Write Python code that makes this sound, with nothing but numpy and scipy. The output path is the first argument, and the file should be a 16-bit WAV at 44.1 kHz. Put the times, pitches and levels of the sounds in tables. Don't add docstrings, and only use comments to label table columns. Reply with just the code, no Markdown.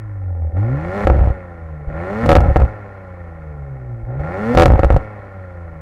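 import sys
import numpy as np
from scipy import signal
from scipy.fft import rfft, irfft
from scipy.io import wavfile
from scipy.ndimage import uniform_filter1d

SR = 44100
rng = np.random.default_rng(int(sys.argv[2]) if len(sys.argv) > 2 else 0)


def voltage_ratio(level):
    return 10 ** (np.asarray(level, float) / 20)


def unload_audio(sound):
    columns = np.transpose(np.atleast_2d(sound))
    steps = np.round(np.clip(columns, -1, 1) * 32767)
    wavfile.write(sys.argv[1], SR, steps.astype(np.int16))


N = 256220

# time in seconds, firing rate of one bank in Hz.
REVS = [(0.0, 55), (0.364, 42.57), (0.51, 38.3), (0.62, 51.98), (0.776, 73.1), (0.964, 100.9),
        (1.05, 103.8), (1.35, 93.04), (1.866, 71.64), (2.002, 83.92), (2.265, 123.1), (2.7, 106.7),
        (3.508, 75.12), (4.045, 55.15), (4.216, 72.17), (4.55, 127.2), (5.02, 108.0), (5.81, 77.78)]
# touched in seconds, first opening 0-1, then floored, shut, afterburn over in seconds.
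BLIPS = [
    (0.527, 1, .58, 1.05, 1.3),
    (1.862, 0.6, 1.9, 2.26, 2.66),
    (4.061, 0.47, 4.165, 4.541, 4.985),
]
# cylinders stop firing in seconds, then in dB the push on the orders,
# push on the hiss, push on growl and rasp, stumble at the touch.
PUSH = [
    (1.052, 2.5, 0, -1, -12),
    (2.288, -1, -1.5, -.6, -6),
    (4.572, 0, -1, 0.24, -9),
]
CYLINDER_DB = [0, -6, -1.5, -7.5, 1, -5]
CYLINDER_LAG = [0, .07, .015, .085, -.01, .06]
# heard pitch in Hz, coasting level in dB, open throttle level in dB.
BANK_ORDER = [(40, -40, -41.5), (54.7, -40, -36.5), (72, -34, -29), (84.4, -33.5, -29), (96.3, -37, -34),
              (104, -36.5, -40), (106.5, -33.5, -31.5), (127, -36, -27)]
FIRING_ORDER = [(76, -20.5, -17.5), (86, -18.5, -14.5), (108, -29.5, -13.5), (134.6, -27.5, -18.5),
                (158, -39, -27), (192.7, -48.5, -32), (199, -53.5, -28.5), (243.16, -59, -22)]
SECOND_ORDER = [(148.6, -42.5, -30), (197, -54, -36), (254, -52, -31), (295, -65.5, -34.5),
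                (374, -82.5, -34), (404, -76, -30.5), (415, -58, -34), (481, -61.5, -21)]
THIRD_ORDER = [(229, -52, -48), (322, -46, -30.5), (390, -53.5, -40.5), (444, -42, -46),
               (504, -59.5, -43.5), (611, -45.5, -34.5), (632, -49.5, -66), (707, -61, -41)]
# frequency in Hz, width in Hz, level in dB.
GROWL_MODES = [(256, 100, -5.5), (345, 60, -0.5), (444, 117, -3), (554.7, 47.2, 6.5), (773, 84, 2.5),
               (845, 66, 1)]
RASP_MODES = [(1023, 109, -2), (1392.4, 72, 0.5), (1817, 124, -4.5), (2209, 146, -10.5), (2540, 95, -19)]
# frequency in Hz, level in dB, t60 in seconds.
RING_MODES = [(347.7, -4.5, 0.042), (550, 5, 0.026), (736.3, -1.5, 0.036)]
TIP_MODES = [(1306, 10, 0.026), (1674, -7.5, 0.051), (2360, 4, 0.005), (2800, -18.5, 0.0072)]
SILENCER_MODES = [(45, -12, 0.072), (62.9, -0.5, 0.14), (86.7, -1.5, 0.06), (117, -13, 0.087)]
# frequency in Hz, density in dB per Hz.
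HISS = [(1650, -29), (2800, 0), (3160, -8), (3470, -4.5), (3840, -13.5), (4180, -5), (4560, -11),
        (5450, -13), (7680, -17), (8310, -19), (12500, -25.5), (15500, -32)]
RUMBLE = [(25, -16), (45, -6), (65, 0), (110, -3), (200, -6), (300, -12)]
# coasting level in dB at MID_HZ, slope in dB per octave of speed,
# dB added by open throttle, dB added by afterburn.
GROWL_LAW = (-42, 3.5, 13, 8.5)
RASP_LAW = (-47.5, 9, 12.5, 6)
HISS_LAW = (-76.5, 18.5, 15.5, 14.5)
# start in seconds, hiss level in dB, fading time in seconds.
GULPS = [
    (.57, -64.5, 0.24),
    (1.878, -68, .02),
    (4.195, -64, 0.027),
]
# start in seconds, end in seconds, strength 0-1.
FIERCE = [
    (1.076, 1.185, 0.44),
    (2.23, 2.494, .95),
    (4.544, 4.782, .95),
]
BURBLE_DB = [-10.5, -9.5, -11]
# centre in seconds, half length in seconds.
LULLS = [(2.539, 0.053), (4.782, 0.022), (4.823, 0.014), (4.889, 0.023), (4.955, 0.0093)]
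# first crack in seconds, last crack in seconds, pipe ring in dB.
VOLLEYS = [
    (2.2913, 2.3285, -1.5),
    (2.353, 2.365, -0.5),
    (4.5733, 4.6328, 0.4),
    (4.6574, 4.6574, 0),
]
# start in seconds, snap level in dB, pipe ring in dB, boom in dB.
BANGS = [(1.071, -23.5, -5.5, -15), (1.1, -45, -7.5, 2), (2.2602, -23.5, -18.5, -13),
         (2.384, -43, -13.5, 1.5), (2.4049, -27.5, -22, -8), (2.5599, -30, -7, 7), (2.5664, -28, -12, -7.5),
         (2.6001, -36, -19, -6.5), (2.6191, -35, -19.5, -3.5), (4.5496, -22.5, -14, -10.5),
         (4.6798, -28.5, -18.5, 1.5), (4.7026, -37.5, -10.5, 1.5), (4.7197, -30, -17, 0),
         (4.7362, -46, -14.5, -20), (4.7563, -45.5, -20, -0.5), (4.793, -27, -10, -8.5),
         (4.8331, -29.5, -7.5, -2.6), (4.8457, -26, -10.5, 1.5), (4.9035, -29, -8, 1.5),
         (4.9234, -31, -20, -3.5), (4.9435, -36, -20.5, 1.5), (4.9639, -27, -12.5, 7)]
# start in seconds, boom in dB.
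POPS = [(1.1235, -9), (1.1676, -16), (1.1889, -2.5), (1.2123, -1), (1.2437, -7.5), (1.261, -12.5),
        (1.2834, -12), (1.302, -7.5), (2.4378, -5), (2.4649, -7.5), (2.4828, -1), (2.5115, -5.5),
        (2.636, -8), (2.6509, -17)]
# start in seconds, peak level in dB, frequency in Hz.
THUMPS = [
    (.53, -21.5, 50),
    (1.049, -2, 63),
    (1.872, -9, 50),
    (1.934, -13, 70),
    (3.838, -44, 216),
    (4.031, -14, 45),
    (4.197, -11.5, 73.07),
]

OPEN_S, SETTLE_S, CATCH_S = 0.039, 0.14, 0.027
STUMBLE_S = 0.016
NULL_HZ, NULL_WIDTH_HZ, NULL_DB = 189.4, 8.3, -16
MID_HZ = 80
GROWL_EAGERNESS, RASP_EAGERNESS, HISS_EAGERNESS = 0.6, 1.2, 1.4
HANG_S, HANG_DB = 0.967, 3.5
WARM_DB, WARM_GROWL_DB, WARM_S = 4.5, -5.5, 0.3
LUG_HZ, LUG_DB = 50, 6.5
FIERCE_GROWL_DB, FIERCE_RASP_DB = 19, 3.5
OPEN_HISS_DB_PER_OCTAVE, HISS_FADE_DB_PER_S, HISS_SETTLE_S = 4.5, -22.5, 0.034
RUMBLE_UNDER_GROWL_DB, FLOOR_DB, LULL_DB = -7, -70, -22.5
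CRANK_TURN_S, WEAK_TURN_DB, VOLLEY_SNAP_DB, VOLLEY_BOOM_DB = 0.012, -5, -14, 1
POP_SNAP_DB, POP_RING_DB = -44.5, -28.5


def rms_one(x):
    return x / np.sqrt(np.mean(x ** 2) + 1e-20)


def in_time(rows):
    s, *columns = np.transpose(rows)
    t = np.arange(N) / SR
    return [np.interp(t, s, column) for column in columns]


def ramps(*corners):
    return in_time(corners)[0]


def drift(rate):
    r = np.exp(-80 * np.pi * rate / SR)
    draws = rng.standard_normal(N // 40 + 2002)
    slow = signal.lfilter([1], [1, -2 * r, r * r], draws)[2000:]
    return np.interp(np.arange(N) / 40, np.arange(len(slow)), rms_one(slow))


def clicks_at(times, level_db):
    out = np.zeros(N)
    np.add.at(out, (np.asarray(times) * SR).astype(int), voltage_ratio(level_db))
    return out


def ring(clicks, modes):
    out = 0
    for hz, level_db, t60 in modes:
        r, w = voltage_ratio(-60 / (t60 * SR)), 2 * np.pi * hz / SR
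        strike = [0, voltage_ratio(level_db) * np.sin(w)]
        out = out + signal.lfilter(strike, [1, -2 * r * np.cos(w), r * r], clicks + 1e-18)
    return out


def resonate(x, modes):
    out = 0
    for k, (hz, width, level_db) in enumerate(modes):
        r = np.exp(-np.pi * width / SR)
        top = (-1) ** k * voltage_ratio(level_db) * (1 - r * r) / 2
        out = out + signal.lfilter([top, 0, -top], [1, -2 * r * np.cos(2 * np.pi * hz / SR), r * r], x)
    return out


def cut(x, hz, kind, order=2):
    return signal.sosfilt(signal.butter(order, hz, kind, fs=SR, output="sos"), x)


def coloured(spectrum):
    hz, level_db = np.transpose(spectrum)
    bins = np.arange(1, N // 2 + 2) * SR / N
    gain = voltage_ratio(np.interp(np.log(bins), np.log(hz), level_db, left=-90, right=-90))
    return rms_one(irfft(rfft(rng.standard_normal(N)) * gain, N))


def levelled(x):
    return x / np.sqrt(uniform_filter1d(x ** 2, size=4000) + 1e-12)


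def throttle():
    opening = 0
    for touched, part, floored, shut, _ in BLIPS:
        opening = opening + ramps((touched, 0), (touched + OPEN_S, part), (max(floored, touched + OPEN_S), part),
                                  (floored + 2 * OPEN_S, 1), (shut - 0.005, 1), (shut + 0.0086, 0))
    return opening


def pushed(column):
    blip = np.searchsorted([end for *_, end in BLIPS[:-1]], np.arange(N) / SR)
    return np.array(PUSH)[blip, column]


def order_levels(bank_hz, opening):
    shift_db = 0
    firing_on = 0
    for (touched, _, _, shut, _), (stop, *_, stumble_db) in zip(BLIPS, PUSH):
        firing_on = firing_on + ramps((shut - 0.02, 0), (shut - 0.01, 1), (stop, 1), (stop + 0.01, 0))
        shift_db = shift_db + stumble_db * ramps((touched - 2 * STUMBLE_S, 0), (touched - STUMBLE_S / 2, 1),
                                                 (touched + STUMBLE_S, 0))
    opening = np.maximum(opening, firing_on)
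    shift_db = shift_db + opening * pushed(column=1)
    out = []
    for k, table in zip((1, 2, 4, 6), (BANK_ORDER, FIRING_ORDER, SECOND_ORDER, THIRD_ORDER)):
        hz, coast_db, open_db = np.transpose(table)
        coasting = (1 - opening) * np.interp(k * bank_hz, hz, coast_db)
        driven = opening * np.interp(k * bank_hz, hz, open_db)
        out.append(shift_db + coasting + driven)
    out[1] += opening * NULL_DB * np.exp(-((2 * bank_hz - NULL_HZ) / NULL_WIDTH_HZ) ** 2)
    return out


def orders(bank_turns, levels_db, unfired):
    bank_db = levels_db[0]
    tones = [(1, bank_db), (2 / 3, bank_db - 12), (4 / 3, bank_db - 23.5), (1 / 3, bank_db - 15)]
    tones += zip((2, 4, 6), levels_db[1:])
    out = sum(voltage_ratio(db + 2.0 * drift(10)) * np.cos(2 * np.pi * k * bank_turns) for k, db in tones)
    return np.sqrt(2) * out * voltage_ratio(-16 * unfired)


def gas_flow(bank_hz, opening):
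    t, octaves = np.arange(N) / SR, np.log2(bank_hz / MID_HZ)

    def afterburn(settle_s):
        return sum((t > shut) * np.exp(-np.maximum(t - end, 0) / settle_s) for *_, shut, end in BLIPS)

    hanging_db = HANG_DB * opening * ramps((HANG_S - 0.04, 0), (HANG_S + 0.018, 1), (1.2, 1), (1.3, 0))

    def flow_db(law, heat, eagerness):
        base, slope, opened, burnt = law
        return base + slope * octaves + opened * opening ** eagerness + burnt * heat + hanging_db

    burning = afterburn(SETTLE_S)
    growl_db = flow_db(GROWL_LAW, burning, GROWL_EAGERNESS)
    rasp_db = flow_db(RASP_LAW, burning, RASP_EAGERNESS)
    hiss_db = flow_db(HISS_LAW, afterburn(HISS_SETTLE_S), HISS_EAGERNESS)

    fierce = sum(ramps((a - 0.01, 0), (a + 0.0079, p), (b - 0.04, p), (b + 0.044, 0)) for a, b, p in FIERCE)
    warm = np.exp(-t / WARM_S)
    push_db = opening * pushed(column=3)
    lugging = (1 - opening) * np.clip((LUG_HZ - bank_hz) / 8, 0, 1)
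    growl_db += WARM_GROWL_DB * warm + push_db + FIERCE_GROWL_DB * fierce + LUG_DB * lugging
    rasp_db += WARM_DB * warm + push_db + FIERCE_RASP_DB * fierce

    hiss_db += opening * (pushed(column=2) + OPEN_HISS_DB_PER_OCTAVE * octaves)
    hiss_db += HISS_FADE_DB_PER_S * sum(ramps((shut, 0), (end, end - shut), (end + HISS_SETTLE_S, 0))
                                        for *_, shut, end in BLIPS)
    gulps = sum(voltage_ratio(db) * (t > s) * np.exp(-np.maximum(t - s, 0) / fading) for s, db, fading in GULPS)
    return growl_db, rasp_db, 20 * np.log10(voltage_ratio(hiss_db) + gulps)


def exhaust(bank_turns, fuel_cut, growl_db, rasp_db, hiss_db):
    cycles = int(bank_turns[-1] / 3) + 1
    fired_at = np.arange(6 * cycles) + np.tile(CYLINDER_LAG, cycles)
    firing = np.searchsorted(fired_at, 2 * bank_turns, side="right") - 1
    scatter_db = 0.7 * rng.standard_normal((cycles, 6))
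    strength = voltage_ratio(np.array(CYLINDER_DB) + scatter_db).ravel()[firing]
    pulses = rms_one(strength * (np.diff(firing, prepend=0) > 0))
    load = np.clip((rasp_db + 46) / 14, 0, 1)
    pulses = load * pulses + (1 - load) * cut(pulses, 620, "low")
    pulses = (1 - 0.7 * fuel_cut) * pulses
    puffs = np.sqrt(strength) * (0.5 + np.exp(-3.0 * (2 * bank_turns - fired_at[firing])))
    noise = rng.standard_normal((2, N))

    growl = resonate(2.1 * pulses + rms_one(puffs * noise[0]), GROWL_MODES)
    growl = cut(cut(growl, 910, "low", order=6), 160, "high")
    rasp = resonate(1.4 * pulses + rms_one(puffs * noise[1]), RASP_MODES)
    rasp = cut(cut(rasp, 3100, "low", order=4), 960, "high", order=4)
    out = voltage_ratio(np.minimum(growl_db, -24)) * levelled(growl)
    out += voltage_ratio(rasp_db) * levelled(rasp)
    out += voltage_ratio(hiss_db) * rms_one(puffs * coloured(HISS))
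    return out + voltage_ratio(growl_db + RUMBLE_UNDER_GROWL_DB) * coloured(RUMBLE)


def crack_rows():
    rows = list(BANGS) + [(s, POP_SNAP_DB, POP_RING_DB, db) for s, db in POPS]
    for first, last, db in VOLLEYS:
        count = round((last - first) / CRANK_TURN_S) + 1
        for k, s in enumerate(np.linspace(first, last, count)):
            ring_db = db + WEAK_TURN_DB * (k % 2)
            rows.append((s, ring_db + VOLLEY_SNAP_DB, ring_db, ring_db + VOLLEY_BOOM_DB))
    return rows


def backfires():
    s, snap_db, ring_db, boom_db = np.transpose(crack_rows())
    front = s + 0.0008
    out = cut(ring(clicks_at(s - 0.0003, ring_db + 5.0), RING_MODES), 1300, "low")
    out -= cut(ring(clicks_at(front, ring_db - 13), TIP_MODES), 3500, "low")
    out -= cut(ring(clicks_at(front, np.minimum(boom_db, 1) - 4), SILENCER_MODES), 300, "low")
    snaps = clicks_at(front, snap_db + 12)
    step = signal.lfilter([1], [1, -np.exp(-2 * np.pi * 900 / SR)], snaps)
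    out -= cut(step, 4000, "low", order=1)
    tail = signal.lfilter([1], [1, -voltage_ratio(-60 / (0.042 * SR))], snaps)
    return out + voltage_ratio(-22.5) * tail * coloured(HISS)


def burble_level():
    rolling = 0
    for (*_, shut, end), db in zip(BLIPS, BURBLE_DB):
        rolling = rolling + voltage_ratio(db) * ramps((shut, 0), (shut + CATCH_S, 1), (end - 0.02, 1), (end + 0.023, 0))
    lulls = sum(ramps((s - half, 0), (s, 1), (s + half, 0)) for s, half in LULLS)
    return rolling * voltage_ratio(LULL_DB * lulls)


def burble(bank_turns, afterburn):
    turn = np.floor(bank_turns * 2 / 3 + 0.087 * drift(25)).astype(int)
    strength = voltage_ratio(4.0 * rng.standard_normal(turn.max() + 1))[turn]
    lit = strength * (np.diff(turn, prepend=0) > 0)
    boom = levelled(cut(ring(-lit, SILENCER_MODES), 180, "low"))
    spits = (rng.random(N) < 160 / SR) * voltage_ratio(2.4 * rng.standard_normal(N))
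    rattle = ring(lit + spits, RING_MODES) + voltage_ratio(-14.0) * ring(spits, TIP_MODES)
    return afterburn * (boom + voltage_ratio(-14.5) * levelled(cut(rattle, 2400, "low", order=4)))


def thumps():
    return sum(cut(ring(-clicks_at([s], db), [(hz, 0, 0.09)]), 110, "low") for s, db, hz in THUMPS)


def noise_floor():
    return voltage_ratio(FLOOR_DB) * cut(rng.standard_normal(N), 6800, "low", order=1)


def scene():
    bank_hz, = in_time(REVS)
    bank_turns, opening = np.cumsum(bank_hz) / SR, throttle()
    fuel_cut, unfired = 0, 0
    for (*_, shut, end), (stop, *_) in zip(BLIPS, PUSH):
        fuel_cut = fuel_cut + ramps((shut - 0.01, 0), (shut, 1), (end, 1), (end + 0.02, 0))
        unfired = unfired + ramps((stop, 0), (stop + 0.01, 1), (end, 1), (end + 0.02, 0))
    engine = orders(bank_turns, order_levels(bank_hz, opening), unfired)
    engine += exhaust(bank_turns, fuel_cut, *gas_flow(bank_hz, opening))
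    floor = noise_floor()
    return (engine + burble(bank_turns, burble_level()) + backfires() + thumps() + floor)[None]


def roll_off(x):
    return signal.sosfilt(signal.butter(12, 16500, fs=SR, output="sos"), x)


def record(dry):
    dry = cut(dry, 23, "high", order=1)
    top = np.where(dry > 0, 0.76, 0.9)
    squashed = dry / (1 + np.abs(dry / top) ** 3.0) ** (1 / 3.0)
    return roll_off(cut(squashed, 5.5, "high", order=1))


dry = scene()
out = record(dry)
unload_audio(out)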